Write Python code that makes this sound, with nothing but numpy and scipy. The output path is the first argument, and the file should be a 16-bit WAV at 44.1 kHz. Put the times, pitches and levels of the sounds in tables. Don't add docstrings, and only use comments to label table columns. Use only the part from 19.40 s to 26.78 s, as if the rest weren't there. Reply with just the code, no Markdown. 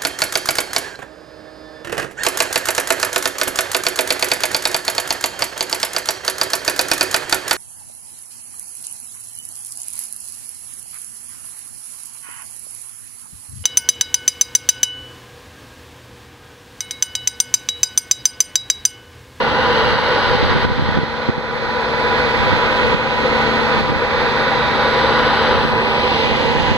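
import sys
import numpy as np
from scipy import signal
from scipy.fft import rfft, irfft
from scipy.io import wavfile
from scipy.ndimage import uniform_filter1d

SR = 44100
rng = np.random.default_rng(int(sys.argv[2]) if len(sys.argv) > 2 else 0)


def wav_record(signal):
    frames = np.transpose(np.atleast_2d(signal))
    bounded = np.clip(frames, -1, 1)
    quanta = np.round(bounded * 32767).astype(np.int16)
    wavfile.write(sys.argv[1], SR, quanta)


N = 325398
TIME = np.arange(N) / SR
FREQ = np.arange(N // 2 + 1) * SR / N


def undb(db):
    return 10 ** (np.asarray(db) / 20)


def curves(table, at):
    s, *columns = np.transpose(table)
    return [np.interp(at, s, c) for c in columns]


def spectra(table):
    hz, *columns = np.transpose(table)
    return [np.interp(np.log(FREQ + 1), np.log(hz), c) for c in columns]


def bell(x, centre, width):
    return .5 ** ((2 * (x - centre) / width) ** 2)


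def noise(gain):
    white = rng.standard_normal(N)
    return irfft(rfft(white) * gain, N) * np.sqrt(SR / 2)


def unit(x):
    return x / np.sqrt(np.mean(np.abs(x) ** 2))


def walk(rate):
    return unit(noise(1 / (1 + (FREQ / rate) ** 2)))


# frequency in Hz, source level in dB per Hz.
AIR_SPECTRUM = [(20, -61), (52, -49.5), (90, -53), (122, -51.5), (180, -56.5), (300, -60), (415, -55.5),
                (520, -52), (570, -52.5), (710, -56), (1200, -51.5), (1900, -55), (2700, -59), (4200, -63),
                (4750, -67.5), (5800, -79), (7400, -97), (9000, -97.5), (15000, -97.5)]
# frequency in Hz, width in Hz, lift in dB.
DUCT_RESONANCES = [(305, 64, 7), (388.4, 13, 7), (457, 32, 7.5), (505.2, 63, 8.5), (593, 15, 3),
                   (805.6, 51, 9.5), (869, 43, 7), (933, 74, 5.5), (991, 53, 5.5), (1480, 80, 5),
                   (1927, 114, 3), (3470, 530, 1.5)]
# frequency in Hz, width in Hz, lift in dB.
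PORT_RESONANCES = [(6450, 400, 4), (7000, 300, 3), (8150, 750, 9), (10250, 1000, 5)]
# frequency in Hz, likeness of the channels from 0 to 1,
# left's phase lead in radians, left minus right in dB.
AIR_IMAGE = [(60, .4, 3, 0), (200, .2, .8, 0), (350, .68, .1, .5), (500, .92, 0, -.4), (1150, .98, 0, -1.6),
             (1550, .83, .5, -2.8), (2000, .7, 2.1, -4.2), (2500, .85, 2.9, -4.2), (3000, .6, 4.2, -4.5),
             (3700, .75, 6.4, -5.5), (4500, .5, 4.5, -6.5), (5200, .55, 3.7, -2), (6300, .45, 6.3, 1),
             (9000, .3, 4.8, 4)]
# time in seconds, level in dB.
HISS_LEVEL = [(0, -1), (1.0, 4.5), (1.7, 1), (2.1, -0.5), (2.4, 1.3), (3.0, 0.3), (4.3, 1), (4.85, 0.4),
              (5.7, 1.9), (6.1, 2), (6.35, -4), (6.74, 3), (7.15, -0.5), (7.38, 0.5)]
# time in seconds, level in dB.
LOW_ROAR_LEVEL = [(0, 6.5), (.1, 0.5), (.36, 2.5), (.58, 0), (.74, 5), (.87, 2.5), (1.02, 5), (1.35, 0),
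                  (2.1, 3), (2.8, 0.5), (3.2, -2.5), (3.47, 3), (3.65, -1), (3.87, 4.5), (4.05, -2),
                  (4.55, 2.5), (5.25, -1), (5.55, 4), (5.95, -1.5), (6.13, 4.5), (6.3, 1), (7.38, -0.5)]


def vents():
    resonances = DUCT_RESONANCES + PORT_RESONANCES
    lift_db = sum(db * bell(FREQ, hz, width) for hz, width, db in resonances)
    gain = undb(spectra(AIR_SPECTRUM)[0] + lift_db)

    likeness, lead, pan_db = spectra(AIR_IMAGE)
    likeness = np.clip(likeness, 0, .99)
    mid = rfft(noise(gain * np.sqrt((1 + likeness) / 2)))
    side = rfft(noise(gain * np.sqrt((1 - likeness) / 2)))
    left = (mid + side) * undb(pan_db / 2) * np.exp(1j * lead)
    right = (mid - side) * undb(-pan_db / 2)
    both = np.array([left, right])

    low_roar = bell(FREQ, 470, 206)
    above_2600 = 1 / (1 + (2600 / (FREQ + 1)) ** 8)
    top = 1 / (1 + (6500 / (FREQ + 1)) ** 8)
    body, hiss = 1 - low_roar - above_2600, above_2600 - top
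    hiss_db, = curves(HISS_LEVEL, TIME)
    low_roar_db, = curves(LOW_ROAR_LEVEL, TIME)
    bands = (low_roar, low_roar_db), (body, 0), (hiss, hiss_db), (top, 0)
    flicker_db, flicker_hz = .6, 24
    return sum(irfft(both * share, N) * undb(db + flicker_db * walk(flicker_hz)) for share, db in bands)


def tones(base_hz, partials, drift, flutter_hz):
    angle = 2 * np.pi * np.cumsum(base_hz * (1 + drift * walk(1.36))) / SR
    halves = np.array([[.5], [-.5]])
    out = 0
    for multiple, db, pan_db, lead, flutter, growth in partials:
        wander = unit(walk(flutter_hz) + 1j * walk(flutter_hz))
        swirl = unit(1 + flutter * wander) * undb(growth * (TIME - TIME.mean()))
        ears = undb(db + pan_db * halves) * np.exp(1j * lead * halves)
        out = out + np.sqrt(2) * np.real(ears * swirl * np.exp(1j * multiple * angle))
    return out


BLADE_HZ = 494.0
# multiple of the blade rate, source level in dB, left minus right in dB,
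# left's phase lead in radians, flutter share, growth in dB per second.
BLADE_PARTIALS = [(1, -30.2, 1, -.2, .25, -.3), (2, -27.8, 0, -.1, .03, 0), (3, -36.5, -1.5, .1, .7, .4),
                  (4, -38.7, -4, 1.7, .4, 1), (5, -41.5, -3, 2.5, .4, 0)]
# frequency in Hz, source level in dB, left minus right in dB,
# left's phase lead in radians, flutter share, growth in dB per second.
SMALL_FAN_TONES = [(394.8, -41.5, -1, 0, .2, 1.6), (805.5, -44, 0, 0, .8, 0), (938.7, -42, 0, 0, .4, 0),
                   (1195, -45, -1, 0, .8, 0)]
# time in seconds, level in dB.
WHINE_LEVEL = [(0, -3), (1.2, -0.5), (1.7, -4.5), (2.2, 2.5), (3, 1), (3.65, 0.5), (4.27, 0.5),
               (4.68, -0.5), (4.92, -0.5), (5.7, -1), (6.03, -6), (6.4, 0.5), (6.8, 1), (7.05, -0.5),
               (7.38, -1.5)]


def fans():
    whine_db, = curves(WHINE_LEVEL, TIME)
    whine = tones(BLADE_HZ, BLADE_PARTIALS, drift=.0002, flutter_hz=5) * undb(whine_db)
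    return whine + tones(1, SMALL_FAN_TONES, drift=.001, flutter_hz=5)


FIRING_HZ = 75.04
# multiple of the firing rate, source level in dB, left minus right in dB,
# left's phase lead in radians, flutter share, growth in dB per second.
DIESEL_PARTIALS = [(1, -40.5, 0, .3, .15, .3), (2, -37, 3, .4, .1, .2), (3, -30.7, 7, 1.1, .02, .2),
                   (10 / 3, -39.3, 7, .7, .15, .4), (11 / 3, -46, 5, .9, .2, 0),
                   (23 / 6, -42.5, 5, .9, .2, 0), (6, -36, 8, .3, .2, 0), (9, -43, 8, .3, .2, 1)]
# time in seconds, level in dB.
HUM_LEVEL = [(0, 1), (.65, -6.5), (1.6, 1.5), (3.1, -4.5), (4.15, 1.7), (4.75, -3), (5.7, -1.7), (6.6, -1),
             (7.38, 0)]


def generator():
    hum_db, = curves(HUM_LEVEL, TIME)
    return tones(FIRING_HZ, DIESEL_PARTIALS, drift=.0004, flutter_hz=2) * undb(hum_db)


# time in seconds, level in dB.
SHIP_SWELL = [(0, 0), (.2, 0), (.36, 2), (1.1, -1.17), (3.1, 1.1), (4.0, 0.75), (5.25, -0.1), (5.73, 1.5),
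              (6.1, 1), (7.38, -0.07)]


def ship():
    swell_db, = curves(SHIP_SWELL, TIME)
    machines = vents() + fans() + generator()
    return turning(machines * undb(swell_db - gain_dips()))


DIP_ATTACK_S, RECOVERY_DB_PER_S = .01, 10
# time in seconds, peak in dB,
# push +1 or suction -1 on the right port, depth of the gain dip in dB (no dip at 0 or below).
HARD_EDDIES = [(.533, -9, 1, 2.5), (.952, -6, 1, 1.9), (1.030, -3, 1, 1), (1.141, -11, -1, 1.5),
               (1.153, -11, 1, 1), (1.167, -4, 1, 1.5), (1.25, -2, 1, 6), (1.302, -8, 1, 4),
               (1.396, -8, 1, 5), (1.49, -6, 1, 4.5), (1.574, -2, 1, 6.5), (1.588, -2.5, 1, 6.5),
               (1.634, -5.5, 1, 7), (1.889, -2.5, 1, 7), (1.897, -1.5, 1, 8.5), (1.981, -8, 1, 8),
               (3.131, -9, -1, -2), (3.138, -9, 1, -1), (3.544, -8, 1, 4), (3.547, -5, -1, 4.5),
               (4.382, -8, 1, 0), (4.408, -8, 1, 2.5), (4.499, -6, 1, 3.5), (4.523, -7, 1, 3),
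               (4.573, -14, 1, 2.5), (6.252, -6, 1, 0.5), (7.153, -12, 1, -0.5), (7.202, -5, -1, -1.5),
               (7.318, -6.5, 1, 1.5)]


def gain_dips():
    losses = []
    for s, _, _, dip_db in HARD_EDDIES:
        onset = np.clip((TIME - s) / DIP_ATTACK_S, 0, 1)
        losses.append(onset * np.maximum(dip_db - RECOVERY_DB_PER_S * (TIME - s), 0))
    return np.max(losses, axis=0)


# strongest at heading in degrees, spread in degrees,
# frequency there in Hz, slide in Hz per degree, width in Hz, left in dB, right in dB.
POSE_COLOURS = [(32, 90, 1830, -5, 400, -3, 1.5), (-40, 44, 2700, -13, 330, -7, -2.5),
                (36, 24, 5350, -2, 1100, 2.5, -8.5), (35.5, 34, 2340, 3, 1300, 1, 3),
                (7, 27, 1880, 0, 650, -.5, -4.5), (12.5, 20, 3420, -12, 470, -5, -6),
                (39, 20, 6770, 3, 810, 9.5, 6), (-41, 20, 6800, 0, 1300, 9, 10),
                (25.5, 11, 2850, 3, 390, -2.5, -2.5), (-36, 18, 310, 5, 120, 2, 4)]


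def pose_db(f, heading):
    total = 0
    for best, spread, hz, slide, width, left_db, right_db in POSE_COLOURS:
        strength = bell(heading, best, spread)
        shape = bell(f, hz + slide * (heading - best), width)
        total = total + np.multiply.outer([left_db, right_db], strength * shape)
    return total


def ripple(shape):
    field = rng.standard_normal(shape)
    for _ in range(2):
        field = uniform_filter1d(field, size=3, axis=0)
        field = uniform_filter1d(field, size=70, axis=1)
    return unit(field)


HOLLOW_HZ, HOLLOW_DEG_PER_OCTAVE = 2170, 56.5
LIFT_HZ, LIFT_DEG_PER_OCTAVE = 1840, 63
LIFT_DB, LIFT_DB_PER_DEG = 4.5, -.17
LAG_MS, LAG_MS_PER_DEG = .048, -.001
PAN_DB = -.75
# time in seconds,
# heading in degrees, hollow on the right in dB, upper middle of the sound shared by both ports in dB.
PHONE_TURN = [(0, -5, -5, 0.5), (.5, 10, -7, 4), (1.1, 18.5, -8, 5), (2, 26, -4.5, 0), (3.5, 34, 2, -3),
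              (4.6, 27, -3, -1), (5.2, 27, -5.5, 3), (6.15, 8, -7, 5), (6.36, -10, -1, -6.5),
              (6.8, -28.5, -14.5, -1.5), (7.38, -41, -6, -1)]
# frequency in Hz, left minus right in dB per degree of heading.
BODY_SHADE = [(250, 0.0641), (480, 0.168), (900, 0.11), (1400, -0.0256), (2000, 0.0635), (2800, 0.1532),
              (5000, -0.0179)]


def turning(x, size=1024):
    f, t, frames = signal.stft(x, SR, nperseg=size)
    f = f[:, None]
    heading, hollow_db, shared_db = curves(PHONE_TURN, t)
    hollow_hz = HOLLOW_HZ * 2 ** (heading / HOLLOW_DEG_PER_OCTAVE)
    lift_hz = LIFT_HZ * 2 ** (-heading / LIFT_DEG_PER_OCTAVE)
    lift_db = LIFT_DB + LIFT_DB_PER_DEG * heading
    shade_hz, db_per_deg = np.transpose(BODY_SHADE)
    pan_db = PAN_DB + np.interp(f, shade_hz, db_per_deg) * heading

    shared = frames.mean(axis=0)
    left, right = frames + shared * (undb(shared_db * bell(f, 2530, 1880)) - 1)
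    lag_s = (LAG_MS + LAG_MS_PER_DEG * heading) / 1000 * bell(f, 500, 2200)
    left = left * np.exp(-2j * np.pi * f * lag_s)
    left = left * undb(lift_db * bell(f, lift_hz, 1060) + pan_db / 2)
    right = right * undb(hollow_db * bell(f, hollow_hz, 580) - pan_db / 2)

    ripple_db = 1.1 * np.minimum(f / 2000, 1) * ripple(shared.shape)
    coloured = np.array([left, right]) * undb(ripple_db + pose_db(f, heading))
    return signal.istft(coloured, SR, nperseg=size)[1][:, :N]


GUST_ATTACK_S, GUST_RELEASE_S = .052, .06
# start in seconds, length in seconds, strength in dB.
GUST_TIMES = [(.41, 0.32, -23.5), (.9, 0.44, -16.5), (1.408, 0.18, -20), (3.01, 0.12, -19),
              (3.43, 0.11, -22), (4.366, 0.18, -22), (5.68, 0.056, -27), (6.065, 0.31, -25.5),
              (6.854, 0.67, -21.5)]


def gusts():
    strength = 0
    for s, length, db in GUST_TIMES:
        corners = [s - GUST_ATTACK_S, s, s + length, s + length + GUST_RELEASE_S]
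        strength = strength + undb(db) * np.interp(TIME, corners, [0, 1, 1, 0])
    return strength


# frequency in Hz, relative level in dB.
RUMBLE_COLOUR = [(8, -10), (25, -7), (70, 5.5), (140, 2.5), (250, -7), (450, -17), (1000, -36), (3000, -76)]


def ports(opposed):
    gain = undb(spectra(RUMBLE_COLOUR)[0])
    common, left, right = (unit(noise(gain)) for _ in range(3))
    against = np.sqrt(opposed) * np.array([common, -common])
    separate = np.sqrt(1 - opposed) * np.array([left, right])
    return (against + separate) * undb([[-.3], [.3]])


PORT_LEAK_HZ = 75
FAR_PORT_DB, FAR_PORT_S = -3.7, .00055


def thumps(pushes, length_s):
    pulse = np.exp(-(np.pi * FREQ * length_s) ** 2 / np.log(16))
    response = pulse * 1j * FREQ / (1j * FREQ + PORT_LEAK_HZ)
    right = rfft(pushes) * response / irfft(response, N).max()
    left = -right * undb(FAR_PORT_DB) * np.exp(-2j * np.pi * FREQ * FAR_PORT_S)
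    return irfft(np.array([left, right]), N)


BREEZE_DB = -33.3
CHURN_DB, CHURN_HZ = 3, 23
SMALL_EDDY_DB, SMALL_EDDIES_PER_S = 4, 70
SMALL_EDDY_S, HARD_EDDY_S = .002, .0016


def wind():
    gust = gusts()
    flow = np.maximum(gust, undb(BREEZE_DB))
    rumble = ports(opposed=.86) * flow * undb(CHURN_DB * walk(CHURN_HZ) - 4)
    arrivals = rng.random(N) < SMALL_EDDIES_PER_S / SR
    small = arrivals * rng.standard_normal(N) * gust * undb(SMALL_EDDY_DB)
    hard = np.zeros(N)
    for s, db, direction, _ in HARD_EDDIES:
        hard[int(s * SR)] += np.sign(direction) * undb(db)
    return rumble + thumps(small, SMALL_EDDY_S) + thumps(hard, HARD_EDDY_S)


def scene():
    return ship() + wind()


TOP_HZ = 15050


def record(dry):
    rounded = dry / (1 + dry ** 10) ** (1 / 10)
    fade = np.minimum(TIME / .004, 1)
    low_pass = signal.ellip(10, .1, 70, TOP_HZ, fs=SR, output="sos")
    return signal.sosfilt(low_pass, rounded * fade)


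dry = scene()
out = record(dry)
wav_record(out)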